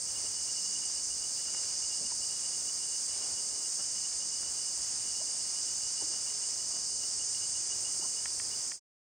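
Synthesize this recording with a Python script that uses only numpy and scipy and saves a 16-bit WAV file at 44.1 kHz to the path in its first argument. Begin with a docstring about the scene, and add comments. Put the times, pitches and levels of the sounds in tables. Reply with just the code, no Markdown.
"""A far chorus of cicadas fuses dense tymbal clicks into a bright hiss in a summer garden; a katydid's rasp
throbs in its top band. Cricket chirps of mostly two main rising pulses, with fainter pulses around them, ring
on among the leaves. A dull outdoor murmur and a thin amplifier hiss are coloured noise. Close by are brief
crackling rustles, taps of a few cycles and three dry clicks that snap, then ring; a quick fade ends it."""
import sys
import numpy as np
from scipy import signal
from scipy.fft import rfft, irfft
from scipy.io import wavfile
from scipy.ndimage import uniform_filter1d

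SR = 44100
rng = np.random.default_rng(int(sys.argv[2]) if len(sys.argv) > 2 else 0)


def put_to_file(sound):
    """Save the sound as 16-bit audio at rate SR, in the file named by the first command-line argument."""
    columns = np.atleast_2d(sound).T  # one column per channel
    safe = np.clip(columns, -1, 1)
    whole_steps = np.round(safe * 32767)
    wavfile.write(sys.argv[1], SR, whole_steps.astype(np.int16))


N = 399105
TIME = np.arange(N) / SR
FREQ = np.maximum(np.arange(N // 2 + 1) * SR / N, 1)


def undb(db):
    """Gain of a dB value."""
    return 10 ** (np.asarray(db) / 20)


def level(x, rms_db):
    """Scale to an rms level."""
    return x * undb(rms_db) / np.sqrt(np.mean(x ** 2))


def along_hz(table):
    """Columns of a (Hz, ..) table at every frequency bin, interpolated over log frequency."""
    hz, *columns = np.transpose(table)
    return [np.interp(np.log(FREQ), np.log(hz), c) for c in columns]


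def split_bands(centres_hz):
    """Power weights of neighbouring bands that crossfade over log frequency and sum to one."""
    return [np.interp(np.log(FREQ), np.log(centres_hz), row) for row in np.eye(len(centres_hz))]


def walk(rate_hz):
    """Random levels, each held 1 / rate_hz, smoothed by two moving means; spread near 1."""
    hold = int(SR / rate_hz)
    steps = np.repeat(rng.standard_normal(N // hold + 1), hold)
    return 1.52 * uniform_filter1d(uniform_filter1d(steps, hold), hold)[:N]


def crowd(share, scatter_db, size=N):
    """Three unrelated streams of clicks; share = part of the samples that hold one."""
    hit = rng.random((3, size)) < share
    strength = undb(scatter_db * rng.standard_normal((3, size)))
    return hit * rng.standard_normal((3, size)) * strength


def spread(streams, gain, place):
    """Colour three streams and place them: one feeds both channels, the others one each."""
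    pan_db, lead_rad, likeness = along_hz(place)
    both, left, right = rfft(streams)
    turn = np.exp(.5j * lead_rad)
    shared, own = np.sqrt(likeness) * both, np.sqrt(1 - likeness)
    pair = np.array([(shared * turn + own * left) * undb(pan_db / 2),
                     (shared / turn + own * right) / undb(pan_db / 2)])
    return irfft(pair * gain, N)


def add(out, start_s, sound, pan_db):
    """Mix a short sound in at start_s; pan_db = left minus right."""
    i = int(start_s * SR)
    out[:, i:i + sound.shape[-1]] += sound * undb(np.array([[pan_db], [-pan_db]]) / 2)


# Chorus spectrum. Each row: frequency in Hz, relative density in dB per Hz.
CHORUS_SPECTRUM = [(3300, -37), (4110, -20), (4610, -7.5), (4950, -0.5), (5220, -1.5), (5600, -6),
                   (6000, -1.5), (6400, 0), (7050, -3), (7300, -2), (7850, -4.5), (8600, -1.5),
                   (9100, -6.5), (9700, -14.5), (10250, -45.5), (10800, -78.5)]
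# Chorus swell. Each row: time in seconds, rms level in dB.
CHORUS_SWELL = [(0.0, -36.5), (0.65, -35), (7.39, -35), (7.75, -35), (8.7, -35)]
# Stereo place of chorus and katydid. Each row: frequency in Hz, left minus right in dB,
# phase lead of left in radians, likeness of the channels 0-1.
CHORUS_PLACE = [(4000, -2, 0.35, 0.6), (5100, -2.5, .3, 0.89), (6500, -2, .12, 0.94),
                (8000, -1.5, -.04, 0.89), (10200, 0.5, -.04, 0.97)]


def cicadas():
    """Dense tymbal clicks fuse into noise; each species' band wavers a little by itself."""
    colour, out = undb(along_hz(CHORUS_SPECTRUM)[0]), 0
    for band in split_bands([4800, 6400, 8600]):
        waver = undb(.5 * walk(3.545) + 0.34 * walk(25))
        clicks = crowd(.7, 0.83)
        out = out + waver * spread(clicks, colour * np.sqrt(band), CHORUS_PLACE)
    return level(out, 0) * undb(np.interp(TIME, *np.transpose(CHORUS_SWELL)))


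# Katydid hesitations, the beat's phase stands still. Each row: start in seconds, length in seconds.
KATYDID_PAUSES = [(2.0, .032), (7.0, .036)]
KATYDID_HZ, KATYDID_SIGMA_HZ, KATYDID_RMS_DB, KATYDID_BEAT_HZ = 8600, 300, -47.5, 11.9
MIRROR_HZ, MIRROR_HALF_WIDTH_HZ, MIRROR_OVER_RASP_DB = 8735, 30, 7


def katydid():
    """A rasp over file teeth, swelling once per wing beat; the wing mirror rings inside its band."""
    paused_s = sum(np.clip(TIME - s, 0, length_s) for s, length_s in KATYDID_PAUSES)
    phase = KATYDID_BEAT_HZ * (TIME - paused_s) % 1
    throb = np.exp(-phase / 0.68) * np.minimum(phase / 0.12, 1)
    rasp = np.exp(-.5 * ((FREQ - KATYDID_HZ) / KATYDID_SIGMA_HZ) ** 2)
    detune = (FREQ - MIRROR_HZ) / MIRROR_HALF_WIDTH_HZ
    mirror = undb(MIRROR_OVER_RASP_DB) / (1 + detune ** 2)
    teeth = throb * crowd(.7, .8)
    return level(spread(teeth, rasp * (1 + mirror), CHORUS_PLACE), KATYDID_RMS_DB)


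# Murmur spectrum. Each row: frequency in Hz, relative density in dB per Hz.
MURMUR_SPECTRUM = [(22, -17), (52, -11), (66, -1), (81, -10.5), (96, -3), (115, -8), (178, -8.5),
                   (400, -6.5), (971, -7.5), (1500, -10.5), (2500, -11.5), (4200, -13.5), (6000, -59.5)]
# Stereo place of the murmur. Each row: frequency in Hz, left minus right in dB,
# phase lead of left in radians, likeness of the channels 0-1.
MURMUR_PLACE = [(50, .2, 0.18, 0.98), (100, .4, 0.049, 1), (150, 0.5, 0.18, 0.78), (402, 0.2, 0.72, 0.37),
                (1200, 0.2, 1, 0.2), (2100, 0, 0.57, 0.38), (3300, -.7, 0.79, .65)]
# Low drones. Each row: time in seconds, relative level near 66 Hz in dB, relative level near 97 Hz in dB.
DRONE_LEVELS = [(0, 0, 6), (.25, 2.5, 2.5), (.5, 0.5, 4), (.8, -4, -4.5), (1.1, 6, -0.5), (1.5, -2.5, -2.5),
                (2.3, 3, -1.5), (2.8, -1.5, -3.5), (3.3, -1.5, 1), (3.8, -3.5, -3), (4.2, 4, -4), (5, 0, 2),
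                (5.9, 2, -2.5), (6.5, -3, -1), (7.05, 2.5, 5), (7.3, 0.5, 1), (7.65, -2.5, 6.5),
                (8.1, 0.5, 0), (8.5, 1, 3.5), (8.7, -0.5, -2.5)]
MURMUR_RMS_DB = -53.5


def murmur():
    """Far traffic and stirring leaves as noise; two low drones, middle and top swell on their own."""
    colour, out = undb(along_hz(MURMUR_SPECTRUM)[0]), 0
    drone_s, *drones_db = np.transpose(DRONE_LEVELS)
    for k, band in enumerate(split_bands([66, 97, 150, 400, 1800])):
        swell_db = 0.35 * walk(1.5) + 0.89 * walk(7)
        if k < 2:
            swell_db = swell_db + np.interp(TIME, drone_s, drones_db[k])
        grains = crowd(.2, 2.27)
        out = out + undb(swell_db) * spread(grains, colour * np.sqrt(band), MURMUR_PLACE)
    return level(out, MURMUR_RMS_DB)


# Amplifier hiss spectrum. Each row: frequency in Hz, relative density in dB per Hz.
HISS_SPECTRUM = [(10500, -35), (12000, -15.5), (13100, 4), (14900, 7), (15700, 6.5)]
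HISS_RMS_DB = -62  # ahead of fade and top cut


def hiss():
    """Amplifier noise above 9 kHz, the same in both channels, flickering."""
    gain = undb(along_hz(HISS_SPECTRUM)[0]) * (FREQ > 9000)
    noise = irfft(rfft(rng.standard_normal(N)) * gain, N)
    return level(noise * undb(1.1 * walk(12.0)), HISS_RMS_DB)


# Cricket chirps. Each row: nominal time of the middle pulse in seconds, its mid pitch in Hz,
# levels in dB at five successive pulse slots (the outer ones often faint),
# tail level in dB ahead of the echo shares.
CHIRPS = [(0.093, 2905, -70, -54, -50, -57, -70, -59), (0.167, 2889, -70, -52, -46, -58, -70, -60),
          (0.27, 2894, -70, -58, -45, -61, -70, -58), (0.374, 2898, -59, -53, -49, -54, -59, -57),
          (0.498, 2894, -70, -50, -45, -55, -70, -57), (0.584, 2890, -58, -54, -42, -55, -60, -57),
          (0.679, 2896, -57, -50, -48, -56, -70, -57), (0.76, 2898, -54, -51, -41, -60, -59, -57),
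          (0.856, 2902, -56, -48, -47, -61, -59, -57), (0.978, 2903, -57, -50, -47, -53, -60, -60),
          (1.126, 2894, -70, -49, -46, -61, -70, -59), (1.241, 2905, -55, -52, -46, -58, -63, -59),
          (1.398, 2892, -63, -51, -49, -56, -61, -58), (1.489, 2888, -70, -50, -44, -61, -63, -57),
          (1.584, 2895, -53, -49, -44, -58, -70, -57), (1.675, 2895, -58, -48, -50, -54, -60, -59),
          (1.844, 2888, -70, -50, -46, -54, -70, -57), (1.944, 2893, -50, -48, -49, -59, -60, -59),
          (2.066, 2888, -70, -50, -45, -61, -55, -60), (2.237, 2905, -70, -49, -44, -64, -59, -60),
          (2.322, 2889, -70, -49, -46, -58, -61, -58), (2.454, 2895, -55, -50, -46, -54, -58, -59),
          (2.541, 2881, -62, -56, -49, -59, -60, -59), (2.693, 2902, -59, -50, -44, -70, -70, -57),
          (2.84, 2896, -57, -50, -46, -60, -63, -60), (2.949, 2893, -70, -49, -46, -57, -64, -60),
          (3.109, 2901, -70, -51, -49, -55, -57, -57), (3.238, 2890, -70, -49, -47, -57, -55, -60),
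          (3.383, 2904, -58, -51, -45, -61, -61, -59), (3.525, 2888, -70, -54, -52, -60, -56, -60),
          (3.662, 2893, -70, -51, -47, -70, -60, -60), (3.812, 2904, -70, -54, -49, -59, -55, -59),
          (3.967, 2889, -70, -53, -49, -55, -70, -59), (4.055, 2908, -61, -54, -46, -57, -70, -60),
          (4.223, 2902, -64, -50, -46, -60, -58, -60), (4.344, 2905, -61, -50, -49, -70, -56, -58),
          (4.466, 2908, -70, -53, -53, -56, -58, -59), (4.611, 2907, -54, -49, -53, -56, -70, -60),
          (4.681, 2919, -70, -61, -51, -70, -70, -60), (4.836, 2911, -70, -55, -50, -60, -61, -60),
          (4.995, 2909, -70, -58, -51, -63, -61, -57), (5.09, 2901, -56, -49, -50, -58, -58, -57),
          (5.186, 2898, -51, -52, -51, -58, -70, -60), (5.293, 2905, -59, -48, -50, -54, -60, -59),
          (5.41, 2891, -70, -52, -51, -62, -57, -59), (5.579, 2910, -56, -48, -49, -55, -62, -60),
          (5.687, 2894, -70, -55, -48, -58, -54, -57), (5.856, 2898, -53, -50, -47, -51, -58, -58),
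          (6.002, 2905, -52, -48, -49, -52, -57, -59), (6.164, 2911, -50, -47, -49, -60, -60, -57),
          (6.307, 2905, -49, -52, -48, -59, -70, -60), (6.441, 2891, -61, -57, -49, -59, -62, -60),
          (6.598, 2910, -70, -57, -48, -70, -54, -60), (6.744, 2896, -64, -52, -51, -55, -60, -60),
          (6.914, 2894, -70, -54, -51, -55, -56, -60), (7.039, 2891, -70, -54, -44, -52, -57, -60),
          (7.216, 2900, -70, -49, -44, -60, -64, -60), (7.368, 2896, -70, -47, -45, -60, -70, -57),
          (7.44, 2905, -62, -46, -44, -59, -70, -60), (7.574, 2900, -70, -46, -47, -60, -61, -60),
          (7.727, 2895, -70, -48, -43, -58, -55, -60), (7.871, 2890, -70, -47, -43, -58, -55, -60),
          (8.034, 2904, -70, -49, -46, -59, -58, -58), (8.186, 2911, -70, -48, -46, -64, -64, -57),
          (8.537, 2897, -70, -50, -45, -70, -70, -60)]
PULSE_SPAN_S, PULSE_GAP_S = 1.76 * .0135, .0174
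PULSE_RISE_HZ, PULSE_STEP_HZ = 95, 20  # within a pulse; from one slot to the next
CRICKET_PAN_DB, PAN_SCATTER_DB = -2, 1.0
LEAVES_T60_S, LEAVES_SHARE, LEAVES_DELAY_S = 0.6, 2.3, .02
WALL_DELAY_S, WALL_SHARE = .0123, 1.5
TAIL_LIFT_HZ = 15


def leaf_decay():
    """Envelope of scattering among leaves: a delayed onset, an exponential decay, set energy."""
    t = TIME[:SR // 3]
    decay = undb(-60 * t / LEAVES_T60_S) * np.clip((t - LEAVES_DELAY_S) / 0.034, 0, 1)
    return decay * LEAVES_SHARE / np.sqrt(np.sum(decay ** 2))


def chirp_pulses(hz, slots_db, gap):
    """Rising tone pulses, main and faint, gap samples apart, each with the same phase at its middle."""
    u = np.linspace(-.5, .5, int(PULSE_SPAN_S * SR))
    shape = np.cos(np.pi * u) ** 1.73
    chirp = 0
    for k, db in enumerate(slots_db):
        cycles = np.cumsum(hz + PULSE_STEP_HZ * (k - 2) + PULSE_RISE_HZ * u) / SR
        tone = shape * np.sin(2 * np.pi * (cycles - cycles[len(u) // 2]))
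        chirp = chirp + undb(db) * np.pad(tone, (k * gap, (4 - k) * gap))
    return chirp


def cricket():
    """Chirps arrive direct, off one near surface and scattered by leaves into a tail."""
    out, decay = np.zeros((2, N)), leaf_decay()
    for middle_s, hz, *slots_db, tail_db in CHIRPS:
        gap_scatter, pan_scatter = rng.standard_normal(2)
        pan_db = CRICKET_PAN_DB + PAN_SCATTER_DB * pan_scatter
        # the wing's timing differs by a few samples each time
        chirp = chirp_pulses(hz, slots_db, int(PULSE_GAP_S * SR + 2.4 * gap_scatter))
        start_s = middle_s - 2 * PULSE_GAP_S - int(PULSE_SPAN_S * SR) / SR / 2
        add(out, start_s, chirp, pan_db)
        echo = undb(tail_db - max(slots_db))
        add(out, start_s + WALL_DELAY_S, WALL_SHARE * echo * chirp, pan_db)
        shared, left, right = rng.standard_normal((3, len(decay))) * decay * echo
        echoes = 0.71 * shared + 0.77 * np.array([left, right])
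        # the tail sounds a little higher than the pulses
        shift = np.exp(2j * np.pi * TAIL_LIFT_HZ * TIME[:len(chirp)])
        lifted = np.real(signal.hilbert(chirp) * shift)
        add(out, start_s, signal.fftconvolve(lifted[None], echoes, axes=1), pan_db)
    return out


# Rustles. Each row: middle in seconds, length in seconds, rms level in dB ahead of the window, top in Hz.
RUSTLES = [(0.253, 0.047, -56, 597), (1.496, 0.078, -56.5, 1500), (1.546, 0.03, -51, 2200),
           (2.028, 0.1, -54, 700), (2.113, 0.047, -52.5, 2000), (3.297, 0.27, -58.5, 1200),
           (3.804, 0.054, -51, 1500), (4.432, 0.076, -57, 1800), (4.943, 0.0384, -56.5, 350),
           (6.03, 0.047, -52, 1000), (6.146, 0.14, -55.5, 1400), (6.744, 0.23, -57, 1200),
           (8.038, 0.11, -54, 1300)]


def rustles():
    """Short dull crackles of something brushed close by: sparse band-limited clicks."""
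    out = np.zeros((2, N))
    for middle_s, length_s, rms_db, top_hz in RUSTLES:
        shared, left, right = crowd(0.066, 3.6, size=SR // 2)[:, :int(length_s * SR)]
        sos = signal.butter(3, (90, top_hz), "bandpass", fs=SR, output="sos")
        grains = signal.sosfilt(sos, shared + 0.39 * np.array([left, right]))
        add(out, middle_s - length_s / 2, level(grains, rms_db) * np.hanning(grains.shape[1]), 0)
    return out


# Soft taps. Each row: start in seconds, envelope peak in dB, pitch in Hz, left minus right in dB.
TAPS = [(2.011, -58, 248, 2), (2.04, -50, 228, -1), (2.114, -51, 930, -4), (2.12, -42.5, 970, -4),
        (5.202, -50.5, 566, 0), (5.212, -47, 1000, 0), (5.214, -45, 646, 0), (6.011, -46.5, 865, -1),
        (6.017, -48.5, 392, -2), (6.021, -51, 820, -2), (6.034, -49, 308, -2), (6.095, -54, 340, -2),
        (7.993, -51, 353, 1), (8.025, -48, 870, -4), (8.049, -45, 1040, -5.5)]
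TAP_CYCLES = 5  # envelope peaks after TAP_CYCLES / e


def taps():
    """A few softly pushed cycles: a sine under a rise-and-decay envelope."""
    out, t = np.zeros((2, N)), TIME[:SR // 20]
    for start_s, peak_db, hz, pan_db in TAPS:
        x = np.e * hz * t / TAP_CYCLES
        push = x * np.exp(1 - x)
        add(out, start_s, undb(peak_db) * np.sin(2 * np.pi * hz * t) * push, pan_db)
    return out


# Dry clicks. Each row: snap peak in seconds, level in dB.
CLICKS = [(8.2573, -28), (8.3991, -31), (8.7184, -30)]
# Shell modes. Each row: frequency in Hz, level relative to the click in dB, t60 in seconds.
SHELL_MODES = [(950, -9, 0.013), (1400, -8, 0.015), (1930, 1, 0.011), (2150, -12.5, .008), (2570, -9, .008),
               (3300, -7, 0.0074), (3850, -11, 0.0065)]
SNAP_HZ, SNAP_SIGMA_S, SNAP_LEAD_S = 2200, .00017, .001
RING_DELAY_S, RING_RISE_S = 0.00058, .0005


def clicks():
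    """A snap of about one cycle, then the decaying modes of a small shell."""
    out, t = np.zeros((2, N)), TIME[:SR // 20]
    after_s = t - SNAP_LEAD_S
    window = np.exp(-.5 * ((after_s + 0.41 * SNAP_SIGMA_S) / SNAP_SIGMA_S) ** 2)
    snap = window * np.cos(2 * np.pi * SNAP_HZ * after_s)
    ring = sum(undb(db - 60 * t / t60_s) * np.sin(2 * np.pi * hz * t) for hz, db, t60_s in SHELL_MODES)
    ring *= 1 - np.exp(-(t / RING_RISE_S) ** 2)
    for peak_s, db in CLICKS:
        add(out, peak_s - SNAP_LEAD_S, undb(db) * snap, -.3)
        add(out, peak_s + RING_DELAY_S, undb(db) * ring, -.3)
    return out


def scene():
    """Sum of all sources in two channels."""
    return cicadas() + katydid() + murmur() + cricket() + rustles() + taps() + clicks()


# Closing fade: start in seconds, end in seconds.
FADE_S = (8.687, 8.796)
TOP_HZ = 15750


def record(dry):
    """Add amplifier hiss, fade straight to silence, cut the top steeply."""
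    faded = (dry + hiss()) * np.interp(TIME, FADE_S, (1, 0))
    top_cut = signal.ellip(16, .2, 70, TOP_HZ, fs=SR, output="sos")  # ripple dB, stopband dB
    return signal.sosfilt(top_cut, faded)


dry = scene()
out = record(dry)
put_to_file(out)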